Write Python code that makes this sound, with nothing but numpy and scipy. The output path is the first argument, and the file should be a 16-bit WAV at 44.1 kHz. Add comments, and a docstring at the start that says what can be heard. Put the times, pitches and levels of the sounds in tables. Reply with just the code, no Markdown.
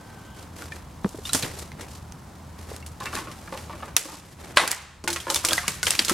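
"""A faint far tone wavers over stirring pine litter, then twigs snap and thud and dry sticks clack.
A man in a pine wood tosses a stick aside, steps through litter and heaves a leaning dead trunk over.
The trunk knocks, groans and crashes through brittle branches over low, distant rumble: wood is struck modes,
fracture is short noise, litter is dense ticks, trees add a noise wash.
The loudest cracks overload the recorder, whose gain ducks and creeps back."""
import sys
import numpy as np
from scipy import signal
from scipy.fft import rfft, irfft, next_fast_len
from scipy.io import wavfile

SR = 44100
rng = np.random.default_rng(int(sys.argv[2]) if len(sys.argv) > 2 else 0)


def int16_out(signal):
    """Quantize to a 16-bit WAV file."""
    q = np.round(np.clip(np.atleast_2d(signal).T, -1, 1) * 32767)
    wavfile.write(sys.argv[1], SR, q.astype(np.int16))


N = 270597
TIME = np.arange(N) / SR
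AGE = TIME[:SR // 3]   # seconds since a blow


def from_db(db):
    """Decibels to gain."""
    return 10 ** (np.asarray(db) / 20)


def rms_one(x):
    """Scale to unit rms."""
    return x / np.sqrt(np.mean(x ** 2) + 1e-20)


def peak_one(x):
    """Scale to unit peak."""
    return x / np.max(np.abs(x))


def at_hz(points, hz):
    """Read a spectrum on a log-frequency axis."""
    f, value = np.transpose(points)
    return np.interp(np.log(hz + 1), np.log(f), value)


def colour(x, spectrum):
    """Filter a sound by a spectrum of gains in dB."""
    length = x.shape[-1]
    size = next_fast_len(length + SR // 10)
    gain = from_db(at_hz(spectrum, np.fft.rfftfreq(size, 1 / SR)))
    return irfft(rfft(x, size) * gain, size)[..., :length]


def band(x, low_hz, high_hz):
    """Causal band-pass; the top edge is held below Nyquist."""
    edges_hz = [low_hz, min(high_hz, .45 * SR)]
    return signal.sosfilt(signal.butter(2, edges_hz, "band", fs=SR, output="sos"), x)


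# left-right correlation at close microphones: (frequency [Hz], correlation [-1..1])
LIKENESS = [(60, 1), (250, 0.94), (600, 0.57), (2000, 0.87), (4000, 0.83), (8000, 0.49), (14000, 0.17)]


def stereo(pair):
    """Two unrelated sounds as mid and side: the close microphones agree less in the treble."""
    length = pair.shape[-1]
    size = next_fast_len(length)
    alike = np.clip(at_hz(LIKENESS, np.fft.rfftfreq(size, 1 / SR)), 0, .999)
    mid, side = rfft(pair, size)
    left_right = np.sqrt(1 + alike) * mid + np.sqrt(1 - alike) * side * [[1], [-1]]
    return irfft(left_right, size)[:, :length] / np.sqrt(2)


def hiss():
    """A short piece of stereo noise."""
    return stereo(rng.standard_normal((2, len(AGE))))


def fade(t60_s):
    """Exponential decay from the moment of a blow."""
    return np.exp(-np.log(1000) * AGE / max(t60_s, 1e-4))


def envelope(s, hold_s, attack_s, release_db_per_s):
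    """Swell to 1 by time s, hold, then die away."""
    attack = np.clip(1 + (TIME - s) / max(attack_s, 1e-3), 0, 1)
    return attack * from_db(-np.clip(release_db_per_s * (TIME - s - hold_s), 0, 200))


def add(out, s, sound):
    """Mix a sound in at a time."""
    start = max(round(s * SR), 0)
    out[:, start:start + len(AGE)] += sound[..., :N - start]


def ring(modes, spread_db):
    """Struck modes, each with a new strength and sign at every blow."""
    out = 0
    for hz, db, t60_s in modes:
        strength = from_db(db + spread_db * rng.standard_normal()) * rng.choice([-1, 1])
        out = out + strength * np.sin(2 * np.pi * hz * AGE) * fade(t60_s)
    return out


def splinters(per_s, spread_db, tick_s=0.00031):
    """Shower of decaying stereo noise ticks of random size; rms 1."""
    sizes = from_db(spread_db * np.minimum(rng.exponential(1, len(AGE)), 3))
    hits = sizes * (rng.random(len(AGE)) < per_s / SR)
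    return rms_one(hiss() * signal.lfilter([1], [1, -np.exp(-1 / (tick_s * SR))], hits + 1e-18))


# thick limb breaks: (time [s], relative level [dB])
BREAK = [(4.5700, -4.5), (4.5719, 10.5), (4.5829, 1.5)]
# limb modes: (frequency [Hz], relative level [dB], t60 [s])
LIMB = [(590, -5.5, 0.11), (1030, -5, 0.16), (1140, 0, 0.07), (1442, 1.5, 0.066), (2000, 0, 0.15),
        (2314, -5, 0.11), (3063, -14, 0.18), (4250, -8.5, 0.042)]
# spectrum of tearing: (frequency [Hz], gain [dB])
LIMB_CRACK = [(120, -40), (250, -38), (600, -6), (1050, 1), (2100, -5), (2700, -6), (4200, -4.5),
              (6000, -16.5), (10000, -12.5), (15000, -66)]


def limb(crack_s=0.0011, splinter_t60_s=0.17, splinter_db=0.5, modes_db=-5.5, bend_db=-8.5):
    """A thick limb gives way in quick stages, each a short crack; it rings and sheds splinters."""
    out = np.zeros((2, N))
    falling_hz = 950 + 1200 * fade(0.0437)   # in a bending wave the high pitches arrive first
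    bend = from_db(bend_db) * np.sin(2 * np.pi * np.cumsum(falling_hz) / SR) * fade(0.042)
    for s, level_db in BREAK:
        crack = peak_one(band(hiss()[0] * np.exp(-(AGE / crack_s) ** 2), 1370, 3550))
        tearing = colour(splinters(per_s=1800, spread_db=2.0), LIMB_CRACK)
        tearing = peak_one((tearing + tearing.mean(0)) * fade(splinter_t60_s))
        modes = peak_one(ring(LIMB, spread_db=-0.5))
        sound = crack + from_db(splinter_db) * tearing + bend + from_db(modes_db) * modes
        add(out, s, from_db(level_db) * sound)
    return band(out, 150, SR / 2)   # a limb radiates no deep bass


def fracture(noise, force_db, length_s=0.00088, crisp_db=-14.0, lowest_hz=600):
    """Fibres part in about a millisecond, with little bass; harder breaks have crisper edges. Peak 1."""
    edge = from_db(crisp_db + force_db) * rms_one(band(hiss(), 6200, 12500))
    burst = (rms_one(noise) + edge) * np.exp(-(AGE / length_s) ** 2)
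    return peak_one(band(burst, lowest_hz, SR / 2))


def twig(hz, tear_t60_s=0.0069, falloff_db=19.5, ring_cycles=130):
    """Damped modes shaken while fibres tear; total energy equals 10 ms at rms 1."""
    modes = []
    for ratio in [1, *rng.uniform(0.56, 1.411, 6)]:
        mode_hz = hz * ratio
        modes.append((mode_hz, -falloff_db * np.sqrt(abs(np.log2(ratio))), ring_cycles / mode_hz))
    fibres = hiss()[0] * fade(tear_t60_s)
    fibres[0] += np.linalg.norm(fibres)   # the first fibre to fail is the strongest
    sound = signal.fftconvolve(ring(modes, spread_db=4.5), fibres)[:len(AGE)]
    return rms_one(sound) * np.sqrt(.01 * SR / len(AGE))


# snapping twigs: (time [s], fracture level [dB], scatter level [dB], treble over scatter [dB],
# twig pitch [Hz], twig tone over scatter [dB]); levels are relative
SNAPS = [(0.622, -23.5, -50, -4, 1420, 8.5), (1.0919, -24, -82, 19, 5000, -10),
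         (1.271, -29, -40, -2, 2880, -9), (1.2927, -20, -44, 0, 3940, -1),
         (1.3328, -7, -29.5, 11.5, 3470, -4), (1.3481, -8, -23.5, 7, 1420, -8),
         (1.4256, -13, -33, 4, 3470, -1.5), (1.431, -27, -30.5, -9, 4220, -3),
         (1.589, -32, -46, 13.5, 3500, -7), (1.718, -29.5, -50, -16, 2080, 0),
         (1.809, -46, -40, 4.5, 1640, -12), (2.1228, -29.5, -58, 1, 5420, 9),
         (2.7642, -24, -57, 13, 1450, 8), (2.863, -36, -43.5, 6.5, 5000, -21),
         (3.003, -34, -44, 2.5, 4200, .5), (3.0575, -19, -34.5, -8, 1755, 0),
         (3.153, -14.5, -35, 3, 1560, -6), (3.189, -26, -41, -6, 1900, 1), (3.315, -28, -40, -6, 2360, -20),
         (3.575, -22.5, -38, -6, 2000, -15), (3.9658, 7, -10.5, 5, 4210, -12),
         (4.6772, 4, -21.5, 9, 1603, 4), (4.71, -5, -19.5, 6, 4560, -12), (4.7153, 9, -19.5, 7.5, 2210, 0),
         (4.7283, -3, -24.5, -7, 1944, 3), (5.0402, -16, -40, 10.5, 2960, -12),
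         (5.0768, -15, -15.5, 2, 2114, -0.5), (5.1037, -10, -24, 4.5, 5020, 1),
         (5.1294, -6, -29, 11.5, 4010, -2), (5.1613, -8.5, -21, -5, 1645, -5),
         (5.2024, -22, -37.5, 7.5, 3250, 7), (5.3015, -1.5, -26, 9, 3860, 2.5),
         (5.3454, 0, -35, 15, 3110, 7), (5.3596, -4, -24.5, 8.5, 3580, 3.5),
         (5.4493, 0, -20.5, 8, 5100, -8), (5.4869, -7, -22, 3.5, 3130, -5), (5.509, -16, -25, -10, 3350, 1),
         (5.5324, 2.5, -28, 11, 1564, 3.5), (5.581, -26, -31.5, 9, 1280, 7),
         (5.6807, -2.5, -24, 4, 2230, 0.5), (5.8301, -5, -29, 7.5, 3850, -17),
         (5.8685, -7, -18.5, -2, 3140, -5), (5.9066, 1, -26, 12, 2720, 1.5),
         (5.9164, -8, -27.5, -11, 1840, -5), (5.936, -13, -25.5, -4, 4520, -4),
         (5.952, -8, -29, 0, 3150, -9), (5.9919, -1, -21.5, -6, 3360, 6), (5.993, -7, -16, -0.5, 5500, 4),
         (6.049, -5, -30, 12.5, 5560, 4), (6.083, -8, -22, 3, 4800, -0.5), (6.096, 0, -16.5, 2.5, 1314, -3)]


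def snaps(ring_db=-1.0, ring_t60_s=0.073, after_db=-10.5, after_t60_s=0.27, width=0.6, pan_db=0.83,
          bass_db=-8.5, lead_s=0.001082):
    """A twig tears and rings, parts with a crack that scatters off the ground, and sheds splinters."""
    out = np.zeros((2, N))
    for s, crack_db, level_db, bright_db, hz, tone_db in SNAPS:
        # thin wood rings weakly in the bass
        bands = [(level_db + bass_db, 280, 1200), (level_db, 1200, 4000), (level_db + bright_db, 4000, 10500)]
        noise = [from_db(db) * rms_one(band(hiss(), low, high)) for db, low, high in bands]
        scatter = sum(noise)
        shower = splinters(per_s=420, spread_db=2.5)
        debris = sum(from_db(db) * rms_one(band(shower, low, high)) for db, low, high in bands)
        middle = scatter.mean(0)
        direct = middle + width * (scatter - middle)   # the first wave reaches both microphones alike
        sound = from_db(crack_db) * fracture(direct[:, ::-1], crack_db)   # noise reversed in time
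        sound += from_db(ring_db) * scatter * fade(ring_t60_s)
        sound += from_db(after_db) * debris * fade(after_t60_s)
        pan = from_db(pan_db * rng.normal(1, 1) * np.array([[-1], [1]]) / 2)
        add(out, s, sound * pan)
        # the tearing sounds before the twig parts
        add(out, s - lead_s, from_db(level_db + tone_db) * twig(hz) * pan)
    return out


# trunk bumps and slips: (time [s], relative level [dB], slip decay [s], favoured contact pitch [Hz])
KNOCKS = [(3.005, -33.5, 0.021, 1030), (3.057, -34.5, 0.031, 1960), (3.129, -33.5, 0.018, 1500),
          (3.165, -32, 0.017, 2000), (3.187, -35, 0.017, 1160), (3.272, -35, 0.014, 1260),
          (3.476, -38, 0.0074, 1310), (3.525, -32, 0.024, 980), (3.697, -37.5, 0.025, 1010),
          (3.730, -36, 0.007, 1090), (3.803, -43, 0.0069, 1500), (3.825, -31, 0.009, 1130),
          (3.881, -37.5, 0.0085, 1740), (4.053, -28, 0.0096, 620), (4.086, -36, 0.055, 1030),
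          (4.143, -35, 0.017, 950), (4.636, -15, 0.015, 1200), (5.040, -26.5, 0.015, 620),
          (5.077, -21, 0.013, 1020), (5.269, -22.5, 0.022, 900), (5.301, -20.5, 0.0081, 850),
          (5.359, -25.5, 0.0079, 804), (5.443, -23, 0.011, 820), (5.484, -27, 0.0088, 536),
          (5.519, -23, 0.013, 1060), (5.577, -33, 0.0078, 1020), (5.631, -28, 0.006, 1440),
          (5.68, -34, 0.011, 920), (6.098, -29, 0.021, 1130)]
# trunk modes: (frequency [Hz], relative level [dB], t60 [s])
TRUNK = [(231, -1, 0.083), (325.6, 9, 0.082), (532, 3, 0.051), (604, -9, 0.2), (790, -5, 0.017),
         (874, 0, 0.045), (1056, 1, 0.045), (1186, -1.5, 0.044), (1450, -4.5, 0.036), (1730, -1.5, 0.028),
         (2310, -6.5, 0.031), (2870, -5.5, 0.032)]


def knocks(rasp_db=-11.5, focus_db_per_octave=10.5, bump=0.52, detune=0.023):
    """The trunk bumps, then sticks and slips: the slips shake its hollow modes and rasp the bark."""
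    out = np.zeros((2, N))
    for s, level_db, length_s, contact_hz in KNOCKS:
        slips = splinters(per_s=490, spread_db=2.0) * np.exp(-AGE / length_s)
        slips[:, 0] += bump * np.linalg.norm(slips[0])
        modes = []
        for hz, db, t60_s in TRUNK:
            shifted_hz = hz * rng.normal(1, detune)   # the trunk finds new supports
            modes.append((shifted_hz, db - focus_db_per_octave * abs(np.log2(hz / contact_hz)), t60_s))
        body = signal.fftconvolve(slips.mean(0), ring(modes, spread_db=5.0))[:len(AGE)]
        rasp = rms_one(band(slips, contact_hz / 2, contact_hz * 3))
        sound = rms_one(body) + from_db(rasp_db) * rasp
        add(out, s, from_db(level_db) * sound * np.sqrt(length_s * SR / len(AGE)))
    return out


# bending trunk groans: (time [s], time under load [s], starting pitch [Hz], relative level [dB])
GROANS = [(5.047, 0.009, 335, -32), (5.084, 0.032, 347.3, -24.5), (5.28, 0.018, 339, -31.5)]


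def groan(waver_hz=7.6, sag_hz_per_s=220, roughness=.33):
    """Rough friction keeps a low bending mode of the trunk sounding; its pitch sags as the wood gives."""
    friction, wander = (rms_one(band(noise, 23, 104)) for noise in rng.standard_normal((2, N)))
    out = 0
    for s, hold_s, start_hz, db in GROANS:
        hz = start_hz - sag_hz_per_s * np.clip(TIME - s, 0, hold_s) + waver_hz * wander
        load = envelope(s, hold_s, attack_s=0.015, release_db_per_s=239)
        out = out + from_db(db) * load * np.sin(2 * np.pi * np.cumsum(hz) / SR)
    return (1 + roughness * friction) * out


# dry sticks clack: (time [s], relative level [dB], lower mode [Hz], upper mode [Hz], upper over lower [dB])
CLACKS = [(0.721, -26, 1790, 2390, -5), (1.253, -24, 2860, 3620, 7), (1.294, -24, 1380, 3930, 5),
          (2.826, -37.5, 2200, 2730, 3), (3.163, -27, 1790, 2570, 1), (5.359, -20.5, 3000, 3570, 0),
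          (5.579, -9, 1880, 2020, 3), (5.831, -17, 1484, 2130, -8)]


def clacks(tick_db=-2.0, ring_t60_s=.04, chatter_s=0.0027):
    """Two dry sticks meet: a brief chatter of contact, and two wooden modes that die quickly."""
    out = np.zeros((2, N))
    for s, level_db, low_hz, high_hz, high_db in CLACKS:
        wood = ring([(low_hz, 0, ring_t60_s), (high_hz, high_db, ring_t60_s)], spread_db=1)
        wood *= 1 - np.exp(-2 * AGE / chatter_s)
        tick = band(hiss() * np.exp(-AGE / chatter_s), low_hz / 2, high_hz * 2)
        add(out, s, from_db(level_db) * (peak_one(wood) + from_db(tick_db) * peak_one(tick)))
    return out


# wood and boots land on soft ground: (time [s], relative level [dB], pitch [Hz], tick over ground [dB])
THUDS = [(1.045, -12.5, 193, -0.5), (1.06, -21, 440, -12), (1.145, -25, 315, -21), (1.186, -27.5, 418, -16),
         (1.347, -14.5, 268, -33), (1.351, -17.5, 470, -28), (1.432, -23.5, 128, -2),
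         (2.715, -25.5, 435, -20), (3.151, -27.5, 250, -16), (5.680, -25, 189, -16), (5.993, -17, 319, -21),
         (6.011, -22, 210, -5), (6.108, -20, 193, -21), (6.114, -11, 347, -12)]


def thuds(cycles=12.4, rise_s=0.0013, tick_t60_s=0.0089, soil_db=-6.0):
    """Soft ground answers a blow with a contact tick, low damped cycles and a dull crush of soil."""
    out = np.zeros((2, N))
    for s, level_db, hz, tick_db in THUDS:
        t60_s = cycles / hz
        modes = [(hz, 0, t60_s), (hz * 1.24, -8, t60_s / 2), (hz * 1.89, -8, t60_s / 2)]
        give = peak_one(ring(modes, spread_db=-3))
        crush = peak_one(band(hiss(), hz * 0.54, hz * 2.52) * fade(t60_s))
        ground = (give + from_db(soil_db) * crush) * (1 - np.exp(-AGE / rise_s))   # the soil yields gradually
        tick = peak_one(band(hiss(), 390, 1400) * fade(tick_t60_s))
        add(out, s, from_db(level_db) * (peak_one(ground) + from_db(tick_db) * tick))
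    return out


def crackle(spectrum, per_s, spread_db):
    """Countless tiny fractures of random size and sign; rms 1."""
    sizes = from_db(spread_db * np.minimum(rng.exponential(1, (2, N)), 4)) * rng.choice([-1, 1], (2, N))
    hits = sizes * (rng.random((2, N)) < per_s / SR)
    return rms_one(colour(stereo(hits), spectrum))


# litter crushed by boots or falling wood: (time [s], time under load [s], sticks [dB], leaves [dB]), relative
CRUNCHES = [(0, 0.26, -54, -58.5), (.37, 0.065, -47.5, -52.5), (0.578, 0.067, -44.5, -47.5),
            (.73, 0.026, -45.5, -50), (1.05, 0.15, -61, -52), (1.262, 0.022, -50.5, -39.5),
            (1.345, 0.04, -38, -35.5), (1.438, 0.011, -33, -38.5), (1.53, 0.096, -45, -46.5),
            (1.8, 0.023, -41, -51.5), (1.9, 0.064, -53, -50.5), (2.59, 0.048, -50, -52.5),
            (2.69, 0.061, -45, -49), (3.035, 0.039, -43, -46), (3.141, 0.049, -37.5, -41),
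            (3.29, 0.19, -52, -53), (3.52, 0.12, -47, -49), (3.68, 0.2, -48, -54), (4, 0.15, -38.5, -37.5),
            (4.198, 0.13, -44.5, -49.5), (4.4, 0.11, -39, -47), (4.595, 0.042, -20.5, -22.5),
            (5.091, 0.22, -50, -42), (5.316, 0.027, -40.5, -29.5), (5.46, 0.01, -45, -30),
            (5.52, 0.055, -49, -28.5), (5.685, 0.041, -48, -35.5), (5.859, 0.096, -42, -30.5),
            (6, 0.018, -33, -29), (6.095, 0.0092, -31.5, -27)]
# litter spectra: (frequency [Hz], gain [dB])
STICKS = [(150, -5.5), (320, 6), (700, -0.5), (1200, -5), (2000, -4.5), (3500, -13.5), (7000, -32.5)]
LEAVES = [(1200, -57), (2500, -7), (4000, -2.5), (8000, -2.5), (11000, -5), (13500, -8), (16000, -45)]
TWIGLETS = [(400, -17), (1200, 3.5), (2200, -13), (5000, -0.5), (9000, -7), (15000, -25)]


def litter(sticks_db=-1.0, twiglets_db=-6.0, clump_db=2.0):
    """Sticks grind, twiglets tick and leaves crumple in clumps under boots and falling wood, then settle."""
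    sticks, leaves = from_db(-60), from_db(-61)   # faint stirring between crunches
    for s, hold_s, stick_db, leaf_db in CRUNCHES:
        load = envelope(s, hold_s, attack_s=0.038, release_db_per_s=159)
        sticks = np.maximum(sticks, from_db(stick_db) * load)
        leaves = np.maximum(leaves, from_db(leaf_db) * load)
    clumps_db = clump_db * rms_one(band(rng.standard_normal(N), 16.4, 60))
    grinding = from_db(sticks_db) * sticks * crackle(STICKS, per_s=900, spread_db=-0.5)
    crumpling = leaves * crackle(LEAVES, per_s=5600, spread_db=2.5)
    ticking = from_db(twiglets_db) * leaves * crackle(TWIGLETS, per_s=150, spread_db=-1.0)
    return from_db(clumps_db) * (grinding + crumpling + ticking)


# colour of the wash: (frequency [Hz], gain [dB])
ECHO_COLOUR = [(250, -3.5), (1200, 5), (4000, 1.5), (8000, -1.5), (14000, -31)]


def forest(x, t60_s=0.68, wet_db=-14.0, build_s=0.0012):
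    """Countless trunks scatter each band into a diffuse wash that builds up and dies away."""
    out, edges_hz = 0, np.geomspace(200, 16000, 8)
    decay, build = np.exp(-np.log(1e6) / (t60_s * SR)), np.exp(-1 / (build_s * SR))
    wash = stereo(rng.standard_normal((2, N)))
    for low, high in zip(edges_hz, edges_hz[1:]):
        power = band(x.mean(0) + 1e-9, low, high) ** 2
        power = signal.lfilter([1 - decay], [1, -decay], power)
        power = signal.lfilter([1 - build], [1, -build], power)
        wash = np.roll(wash, SR // 2, axis=1)   # unrelated noise in each band
        gain = from_db(at_hz(ECHO_COLOUR, np.sqrt(low * high)))
        out = out + gain * np.sqrt(power) * rms_one(band(wash, low, high))
    return from_db(wet_db) * out


def whistle(pitch_hz=1545, waver_hz=24.2, flutter_db=2.3, octave_end_db=-2.48, octave_width_hz=450,
            level_db=-57, end_s=0.426):
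    """A brief far tone wavers and flutters, with a hoarse octave of band noise above it."""
    hz = pitch_hz + waver_hz * rms_one(band(rng.standard_normal(N), 3.8, 55))
    flutter = from_db(flutter_db * rms_one(band(rng.standard_normal(N), 6.5, 30)))
    tone = rms_one(np.sin(2 * np.pi * np.cumsum(hz) / SR) * flutter)
    low_hz, high_hz = 2 * pitch_hz - octave_width_hz / 2, 2 * pitch_hz + octave_width_hz / 2
    octave = from_db(octave_end_db) * rms_one(band(rng.standard_normal(N), low_hz, high_hz))
    swell = np.minimum(TIME / end_s, 1)   # the octave grows towards the end
    shape = envelope(0, end_s, attack_s=.01, release_db_per_s=349)
    return from_db(level_db) * shape * (tone + swell * octave)


# air noise and far hum spectra: (frequency [Hz], gain [dB])
AIR = [(20, -28), (45, -7.5), (65, -2), (160, -2.5), (420, -18), (950, -14.5), (1600, -24), (2500, -31),
       (8000, -37), (16000, -43)]
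DRONE = [(55, -78), (74, -1.5), (82, 11), (90, -17.5), (115, -31.5), (400, -100)]
# gain of the low rumble: (time [s], level [dB])
RUMBLE = [(.2, -2.5), (1.45, 3), (2.3, -1), (3.8, 0), (4.3, 4), (5.1, 4.5)]


def distance(air_db=-43.5, drone_db=-48.0, rumble_top_hz=170):
    """Low wind rumble and a far hum, which swell and ease together under the steady hiss of the air."""
    air = from_db(air_db) * rms_one(colour(stereo(rng.standard_normal((2, N))), AIR))
    air += from_db(drone_db) * rms_one(colour(rng.standard_normal(N), DRONE))
    bass = signal.sosfiltfilt(signal.butter(2, rumble_top_hz, fs=SR, output="sos"), air)
    swell_db = np.interp(TIME, *np.transpose(RUMBLE))
    return air - bass + from_db(swell_db) * bass


def scene():
    """Breaking wood among the trees, over the distant background."""
    wood = limb() + snaps() + knocks() + groan() + clacks()
    return wood + forest(wood) + band(thuds(), 71, 14000) + litter() + whistle() + distance()


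def record(dry, threshold_db=-3.0, release_db_per_s=13.5, attack_s=0.0021, stop_hz=16650):
    """Gain control ducks after loud cracks, their first peaks clip, and the top is cut."""
    over_db = np.maximum(20 * np.log10(np.abs(dry).max(0) + 1e-9) - threshold_db, 0)
    # hold each peak, falling at the release rate
    held_db = np.maximum.accumulate(over_db + release_db_per_s * TIME) - release_db_per_s * TIME
    pole = np.exp(-1 / (attack_s * SR))
    ducked = dry * from_db(-signal.lfilter([1 - pole], [1, -pole], held_db))
    top_cut = signal.cheby2(20, 75, stop_hz, fs=SR, output="sos")
    return signal.sosfilt(top_cut, np.clip(ducked, -1, 1))


dry = scene()
out = record(dry)
int16_out(out)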